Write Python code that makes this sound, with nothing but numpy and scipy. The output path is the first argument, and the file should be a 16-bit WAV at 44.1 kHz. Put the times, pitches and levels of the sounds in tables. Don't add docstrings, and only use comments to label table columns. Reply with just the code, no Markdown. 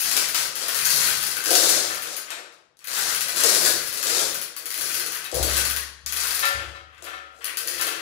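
import sys
import numpy as np
from scipy import signal
from scipy.fft import rfft, irfft, next_fast_len
from scipy.io import wavfile
from scipy.ndimage import uniform_filter1d

SR = 44100
rng = np.random.default_rng(int(sys.argv[2]) if len(sys.argv) > 2 else 0)


def log_audio(samples):
    frames = np.atleast_2d(samples).T
    limited = np.clip(frames, -1, 1)
    pcm = np.round(limited * 32767).astype(np.int16)
    wavfile.write(sys.argv[1], SR, pcm)


def elevation(decibels):
    levels = np.asarray(decibels, float)
    return 10 ** (levels / 20)


N = 353241

# (start_s, peak_db)
LOOP_JERKS = [(0.1666, -9.5), (0.3458, -11.5), (0.7885, -23.5), (1.458, -14), (1.5057, -8), (1.5528, -6),
              (1.6261, -14.5), (1.6913, -7.5), (3.208, -16), (3.4364, -7.5), (3.488, -10), (3.531, -16.5),
              (3.5487, -11.5), (3.651, -10.5), (3.973, -20.5), (5.4282, -12), (5.5343, -22), (6.062, -20.5),
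              (6.2021, -18.5)]
# (start_s, peak_db)
PAWL_DROPS = [(0.0483, -19), (0.1132, -12), (0.2862, -16.5), (0.555, -17), (0.6826, -14.5), (.7455, -14.5),
              (.857, -15), (0.9733, -21.5), (1.081, -17), (1.2278, -15), (1.265, -15), (1.314, -18.5),
              (1.3674, -16), (1.44, -17.5), (1.5301, -8), (1.9468, -22), (2.0215, -20.5), (2.166, -18.5),
              (2.844, -29), (2.8725, -21), (2.9666, -18.5), (3.1471, -14.5), (3.2843, -16),
               (3.3623, -15.5), (3.4045, -12), (3.8238, -24.5), (3.8735, -21), (3.927, -18.5),
               (4.0285, -14), (4.344, -19), (4.4143, -17.5), (4.565, -20.5), (4.657, -19), (4.7045, -19),
               (4.742, -18.5), (4.777, -18), (4.8107, -16.5), (4.869, -36.5), (4.9439, -15.5),
               (4.997, -16.5), (5.062, -18.5), (5.1207, -19.5), (5.1484, -18.5), (5.244, -25),
              (5.344, -13), (5.568, -11), (5.652, -14), (5.6994, -14), (5.763, -14), (6.1231, -15.5),
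              (6.1646, -16), (6.2346, -16), (6.2707, -14.5), (6.3078, -16), (6.348, -14.5), (6.393, -15.5),
              (6.454, -15.5), (7.0425, -29), (7.4439, -16), (7.5713, -14.5), (7.674, -15), (7.812, -12.5),
              (7.868, -15.5)]
# (pitch_hz, width_hz, level_db)
RATCHET_RING = [(3740, 390, -27.5), (4490, 780, -3), (5650, 1100, -7), (7720, 1460, -4), (9990, 210, -3.5),
                (10550, 440, -1), (14100, 63, -12)]
# (pitch_hz, width_hz, level_db)
PAWL_RING = [(9964, 90, -1), (13580, 130, 0.5)]
# (pitch_hz, width_hz, level_db)
HOUSING_RING = [(415, 23, -8), (1238, 310, -4.5), (1542, 114, 3), (1884, 300, -2), (2556, 380, -2),
                (3284, 470, -5)]
# (pitch_hz, level_db)
WHEEL_COLOUR = [(1000, -24.5), (3000, -34), (8000, 0.5), (12000, -3), (16000, -8)]
# (pitch_hz, level_db)
LOOP_COLOUR = [(530, -3.5), (900, -7), (1460, -2.5), (2890, -7.5), (4010, 0), (7580, 0), (11600, -6.5),
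               (15100, -18)]


def pawl():
    start_s, peak_db = np.transpose(LOOP_JERKS + PAWL_DROPS)
    count = len(start_s)
    chance_db = 1
    housing_db, loop_db = chance_db * rng.standard_normal((count, 2)).T
    housing_db = housing_db - 11.5
    is_jerk = np.arange(count) < len(LOOP_JERKS)
    loop_db = loop_db + np.where(is_jerk, -1, -14.5)

    steel = bursts(start_s, peak_db - 5.0, 0.024, 1.0, tap=4.8)
    ratchet = elevation(7.0) * filtered(steel, body(RATCHET_RING))
    wheel = elevation(-1.5) * filtered(steel, tint(WHEEL_COLOUR))

    timber_gain = spells(LOOP_SWINGS)[1][(start_s * SR).astype(int)]
    slapping_db = np.maximum(20 * np.log10(timber_gain + 1e-6) + 33.5, 0)
    tongue_db = peak_db + 0.11 - 0.9 * slapping_db
    tongue = filtered(bursts(start_s, tongue_db, 0.0033, 0.6, tap=28.0), body(PAWL_RING))
    knock_db = peak_db + housing_db - 0.6 * slapping_db
    knock = elevation(12.0) * filtered(bursts(start_s, knock_db, 0.035, 0.54), body(HOUSING_RING))

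    def jolt_colour(hz):
        return tint(LOOP_COLOUR)(hz) * (1j * hz / (810 + 1j * hz)) ** 2

    jolt = filtered(bursts(start_s, peak_db + loop_db, 0.038, 0.16), jolt_colour)
    return ratchet + wheel + tongue + knock + jolt


# (start_s, length_s, wheel_links_db, housing_db)
CHAIN_HAULS = [(-.1, 0.21, -17, -23.5), (.12, .2, -23.5, -27), (.33, .17, -21.5, -29.5),
               (.55, .2, -33, -27), (.68, 0.67, -15.5, -23.5), (1.15, 0.47, -31.5, -36.5),
               (1.42, 0.44, -20, -43), (1.72, 0.34, -27, -29.5), (2.0, 0.14, -38, -37),
               (2.25, 0.15, -49, -34), (2.8, .07, -50, -44), (2.86, 0.46, -23, -27),
               (3.2, 0.67, -27.5, -31.5), (3.5, 0.3, -16.5, -33.5), (3.72, 0.23, -23, -32),
               (4.0, 0.43, -22, -31.5), (4.62, 0.44, -32.5, -42.5), (4.78, 0.27, -22, -30),
               (5.0, 0.29, -33, -34.5), (5.4, 0.31, -21, -26.5), (6.06, 0.38, -31.5, -33.5),
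               (6.5, 0.16, -54, -28), (6.82, 0.6, -75, -45.5), (7.02, 0.18, -80.5, -35.5),
               (7.4, 0.14, -45.5, -30.5), (7.55, 0.36, -28, -43), (7.62, 0.69, -38.5, -31),
               (7.83, .2, -42, -54)]
# (start_s, length_s, loop_links_db, timber_db)
LOOP_SWINGS = [(.02, 0.28, -22, -54.5), (.33, .14, -23.5, -31), (.53, 0.27, -27.5, -33.5),
               (.8, 0.38, -22.5, -47), (1.15, 0.35, -29.5, -37.5), (1.44, 0.45, -17.5, -21.5),
               (1.8, .2, -32.5, -61), (2.02, .17, -30.5, -34), (2.25, 0.19, -42.5, -37.5),
               (2.865, 0.32, -22.5, -36.5), (3.2, 0.44, -29, -34), (3.35, 0.082, -19, -33.5),
               (3.42, 0.2, -17, -23), (3.59, 0.15, -16.5, -22.5), (3.83, 0.6, -29, -35.5),
               (4.02, 0.29, -19, -26), (4.3, .2, -41, -66), (4.55, 0.26, -41.5, -42),
               (4.73, 0.23, -30, -40), (4.93, 0.21, -31.5, -36.5), (5.15, 0.17, -42, -48),
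               (5.33, 0.12, -26, -17), (5.45, 0.26, -23, -38), (6.08, 0.38, -29.5, -43),
               (6.32, 0.24, -32.5, -36), (6.45, 0.29, -43.5, -38), (6.98, 0.23, -56, -39.5),
               (7.3, 0.6, -49.5, -40), (7.6, .2, -53, -35), (7.75, 0.26, -34, -31)]
# (start_s, peak_db)
TIMBER_KNOCKS = [
    (0.163, -24.5),
    (0.398, -37),
    (1.461, -24.5),
    (1.506, -12),
    (3.362, -37),
    (3.435, -19.5),
    (5.325, -19),
    (5.367, -33.5),
    (5.427, -28),
    (7.022, -34.5),
]
# (pitch_hz, width_hz, level_db)
TIMBER_RING = [(336.2, 9.2, 8.5), (457.4, 43.5, 7.5), (502, 203, 2.5), (715, 180, -6.5)]


def chain():
    on_wheel, on_housing = spells(CHAIN_HAULS)
    on_loop, on_timber = spells(LOOP_SWINGS)
    timber = on_timber * elevation(-7.0) * unit(filtered(contacts(150, 0.52, 0.013), body(TIMBER_RING)))
    housing = on_housing * elevation(-3.5) * unit(filtered(contacts(500, 6.2, 0.017), body(HOUSING_RING)))
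    loop = on_loop * elevation(-1.91) * unit(filtered(contacts(500, 0.83, 0.012), tint(LOOP_COLOUR)))
    links = contacts(450, 3, 0.005)
    ring = unit(filtered(links, body(RATCHET_RING)))
    rattle = 0.87 * unit(filtered(links, tint(WHEEL_COLOUR)))
    wheel = on_wheel * elevation(-5.5) * (ring + rattle)
    knocks = elevation(19) * filtered(bursts(*np.transpose(TIMBER_KNOCKS), 0.06, 0.26), body(TIMBER_RING))
    return timber + housing + loop + knocks + wheel


# (start_s, peak_db)
LINK_TICKS = [(2.3048, -15), (2.5248, -38), (2.77, -39.5), (2.791, -32.5), (2.842, -30), (5.3157, -16.5),
              (6.947, -46), (6.98, -37), (7.0324, -45), (7.0239, -21.5), (7.389, -41), (7.4212, -29.5)]


def ticks():
    return elevation(-4.5) * filtered(bursts(*np.transpose(LINK_TICKS), 0.014, 0.17), tint(LOOP_COLOUR))


# (start_s, peak_db, softness_db per octave)
IRON_STRIKES = [(0.342, -32.5, -7.5), (1.899, -22, 2), (2.302, -28, -3.5), (5.25, -28.5, -2),
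                (6.425, -12, -1.3), (6.452, -15, 0.5), (6.746, -30.5, 0), (7.065, -26.5, 0),
                (7.129, -28, 0), (7.793, -18.5, -0.8), (7.87, -23.5, -2.5)]
# (pitch_hz, level_db, time to fall 60 dB t60_s)
IRON_NOTES = [(561, -13.5, 0.85), (754.6, -12, 1), (1162, -5, 0.29), (1278, -6.5, 0.78), (1374, -3.5, 0.73),
              (1770, 2.5, 0.48), (2170, -7, 0.43), (2610, -7, 0.31), (2620, -18, 0.25), (3160, -9, 0.4),
              (3360, -19.5, 0.1), (3900, -9, 0.31), (3960, -6.5, .15), (1023, -8, 0.4)]
# (start_s, level_db, pitch_hz, t60_s)
LINK_CHINK = [
    (5.252, -36, 3160, 0.17),
    (5.252, -33, 3800, .15),
]


def casting():
    out, t = np.zeros(N + SR), np.arange(SR) / SR
    for start_s, peak_db, soft_db in IRON_STRIKES:
        first = round(start_s * SR)
        for hz, level_db, t60_s in IRON_NOTES:
            drift = np.cumsum(rng.standard_normal(SR)) * 0.012
            dulled_db = soft_db * np.log2(hz / 1500)
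            size_db = peak_db - 8.0 + level_db - dulled_db + rng.normal(0, 1)
            gain = elevation(size_db - 60 * t / t60_s) * (1 - np.exp(-t / 0.0037))
            out[first:first + SR] += gain * np.sin(2 * np.pi * hz * t + drift)
    for start_s, level_db, hz, t60_s in LINK_CHINK:
        first = round(start_s * SR)
        out[first:first + SR] += elevation(level_db - 60 * t / t60_s) * np.sin(2 * np.pi * hz * t)

    start_s, peak_db, soft_db = np.transpose(IRON_STRIKES)
    crack = bursts(start_s, peak_db + 4 - 2.9 * soft_db, 0.046, 0.69, tap=0)
    return out[:N], filtered(crack, body([(1500, 1800, -2.8), (3600, 2400, -2.3)]))


# (start_s, level_db, pitch_hz, t60_s)
LOAD_THUDS = [
    (5.36, -36, 114, 1),
    (5.34, -34, 140, 0.36),
    (6.54, -40, 99, 0.81),
]


def thuds():
    t = np.arange(N) / SR
    gain, rocking_hz = rocking()
    out = gain * np.sin(2 * np.pi * np.cumsum(rocking_hz) / SR)
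    for start_s, level_db, hz, t60_s in LOAD_THUDS:
        since = np.maximum(t - start_s, 0)
        fade = elevation(level_db - 60 * since / t60_s) * (1 - np.exp(-since / 0.0088))
        out += fade * np.sin(2 * np.pi * hz * since)
    return out


# (start_s, level_db, pitch_hz, t60_s)
LOAD_ROCKING = [
    (5.335, -32, 67.8, 3),
    (5.4, -19, 67.7, 0.39),
    (5.485, -27, 67.7, 1.1),
    (5.67, -33.5, 69.4, 1),
    (6.03, -43.5, 70.4, 2.2),
    (6.545, -31, 70.4, 0.36),
    (6.66, -33, 70, 0.37),
    (6.8, -47, 74, 0.78),
    (6.97, -54, 76, 0.97),
    (7.12, -57, 68, 2.5),
]


def rocking():
    t = np.arange(N) / SR
    columns = np.transpose(LOAD_ROCKING)
    latest = np.maximum(np.searchsorted(columns[0], t) - 1, 0)
    start_s, level_db, hz, t60_s = columns[:, latest]
    since, rise_s = np.maximum(t - start_s, 0), 0.012
    gain = elevation(level_db - 60 * since / t60_s) * (1 - np.exp(-since / rise_s))
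    return uniform_filter1d(gain, size=400), hz


# (pitch_hz, level_db)
BEAM_COLOUR = [(25, -20.5), (59, -1.5), (171, 4.5), (211, -10.5), (257, 1), (300, -4), (390, -43),
               (660, -120)]


def beam():
    lag_s = 0.078
    keep = np.exp(-1 / (lag_s * SR))
    turning = np.abs(signal.lfilter([1 - keep], [1, -keep], spells(CHAIN_HAULS)[0])) ** 0.84
    gain = elevation(-35.5) * turning + elevation(-19) * rocking()[0] + elevation(-79)
    return gain * unit(pair(filtered(rng.standard_normal((2, N)), tint(BEAM_COLOUR))))


# (pitch_hz, t60_s)
ROOM_DECAY = [(100, 0.92), (800, 0.79), (2100, 0.67), (5500, 0.6), (14600, 0.26)]


def shop(x, still):
    lead, places, delay = SR // 4, 10, 180
    x = np.concatenate([x[lead:0:-1] * 0.38, x])
    hz, t, z = signal.stft(rng.standard_normal((places, 2, SR)), SR, nperseg=256)
    t60_s = along(ROOM_DECAY, hz)[:, None]
    fading = z * elevation(-60 * t / t60_s) / np.sqrt(t60_s)
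    tails = signal.istft(fading, SR, nperseg=256)[1]
    tails = tails / np.linalg.norm(tails, axis=-1, keepdims=True)
    place = np.arange(len(x)) // 600 % places
    m = next_fast_len(len(x) + 2 * SR)
    wet = sum(rfft(x * (place == k), m) * rfft(tails[k], m) for k in range(places))
    wet += rfft(np.pad(still, (lead, 0)), m) * rfft(tails[0], m)
    first = lead - delay
    return pair(irfft(wet, m)[:, first:first + N])


# (pitch_hz, likeness from -1 to 1)
LEFT_RIGHT_LIKENESS = [(60, 0.66), (180, 0.95), (550, 0.51), (1650, 0.23), (4970, -0.033), (15000, -0.23)]


def pair(two):
    def split(hz):
        angle = np.arccos(np.clip(along(LEFT_RIGHT_LIKENESS, hz), -1, 1)) / 2
        return np.array([np.cos(angle), np.sin(angle)])

    mid, side = filtered(two, split)
    return np.array([mid + side, mid - side])


def bursts(times_s, levels_db, length_s, rebound, tap=3):
    out, t = np.zeros(N + SR), np.arange(SR // 15) / SR
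    for start_s, level_db in zip(times_s, levels_db):
        late = np.maximum(t - rng.uniform(0.0055, 0.0098), 0)
        again = rebound * (late > 0) * elevation(-60 * late / length_s)
        fade = elevation(-60 * t / length_s) + again
        hit = fade * rng.standard_normal(len(t)) + tap * (t == 0)
        out[round(start_s * SR):][:len(t)] += elevation(level_db) * hit
    return out[:N]


def contacts(rate_hz, spread_db, length_s):
    size = np.minimum(rng.exponential(size=N), 3)
    taps = (rng.random(N) < rate_hz / SR) * elevation(spread_db * size)
    fade = elevation(-60 * np.arange(SR // 20) / SR / length_s)
    return signal.fftconvolve(taps, fade)[:N] * rng.standard_normal(N)


def spells(rows):
    start_s, length_s, *levels_db = np.transpose(rows)[..., None]
    t = np.arange(0, N, 64) / SR
    progress = np.clip((t - start_s) / length_s, 0, 1)
    swell = np.abs(np.sin(np.pi * progress ** 0.74)) ** 1.054
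    gains = [np.linalg.norm(elevation(db) * swell, axis=0) for db in levels_db]
    return [np.interp(np.arange(N) / SR, t, gain) for gain in gains]


def body(modes):
    def response(f):
        total = 0
        for k, (hz, width, db) in enumerate(modes):
            total = total + (-1) ** k * elevation(db) * 1j * f * width / (hz * hz - f * f + 1j * f * width)
        return total
    return response


def tint(spectrum):
    return lambda f: elevation(along(spectrum, f))


def filtered(x, response):
    m = next_fast_len(x.shape[-1] + SR // 2)
    return irfft(rfft(x, m) * response(np.fft.rfftfreq(m, 1 / SR)), m)[..., :x.shape[-1]]


def along(points, hz):
    f, v = np.transpose(points)
    return np.interp(np.log(hz + 1), np.log(f + 1), v)


def unit(x):
    return x / np.sqrt(np.mean(x ** 2) + 1e-20)


def scene():
    clicks, links = pawl() + ticks(), chain()
    iron, crack = casting()
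    near = elevation(-0.33) * clicks + elevation(-7.0) * links + elevation(-2.5) * iron + elevation(-15) * crack
    far = elevation(3.5) * clicks + elevation(-1.5) * links + elevation(-1.5) * crack
    direct = np.array([near, elevation(-4) * np.roll(near, shift=13)])
    room = shop(far, elevation(-10.5) * iron)
    noise = rng.standard_normal((2, N))
    hush = elevation(-70.0) * unit(filtered(noise, lambda f: 1 / (1 + (f / 1500) ** 2)))
    small = lambda f: (1j * f / 230 / (1 + 1j * f / 230)) ** 3
    return filtered(direct + room + hush, small) + thuds() + beam()


def roll_off(x):
    return signal.sosfilt(signal.butter(12, 17010, fs=SR, output="sos"), x)


# (pitch_hz, left_over_right_db)
LEFT_OVER_RIGHT = [(60, 12), (150, 15), (380, 12), (950, 9.5), (2380, 11.0), (5980, 7.5), (15000, 12.0)]


def record(dry):
    ports = lambda f: elevation(3 + np.array([0 * f, -along(LEFT_OVER_RIGHT, f)]))
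    x = filtered(dry, ports)
    rounded = x / (1 + np.abs(x / 0.9) ** 6) ** (1 / 6)
    top_hz = 15800
    mix = filtered(rounded, lambda f: np.clip((top_hz + 150 - f) / 300, 0, 1) ** 2)
    return roll_off(mix)


dry = scene()
out = record(dry)
log_audio(out)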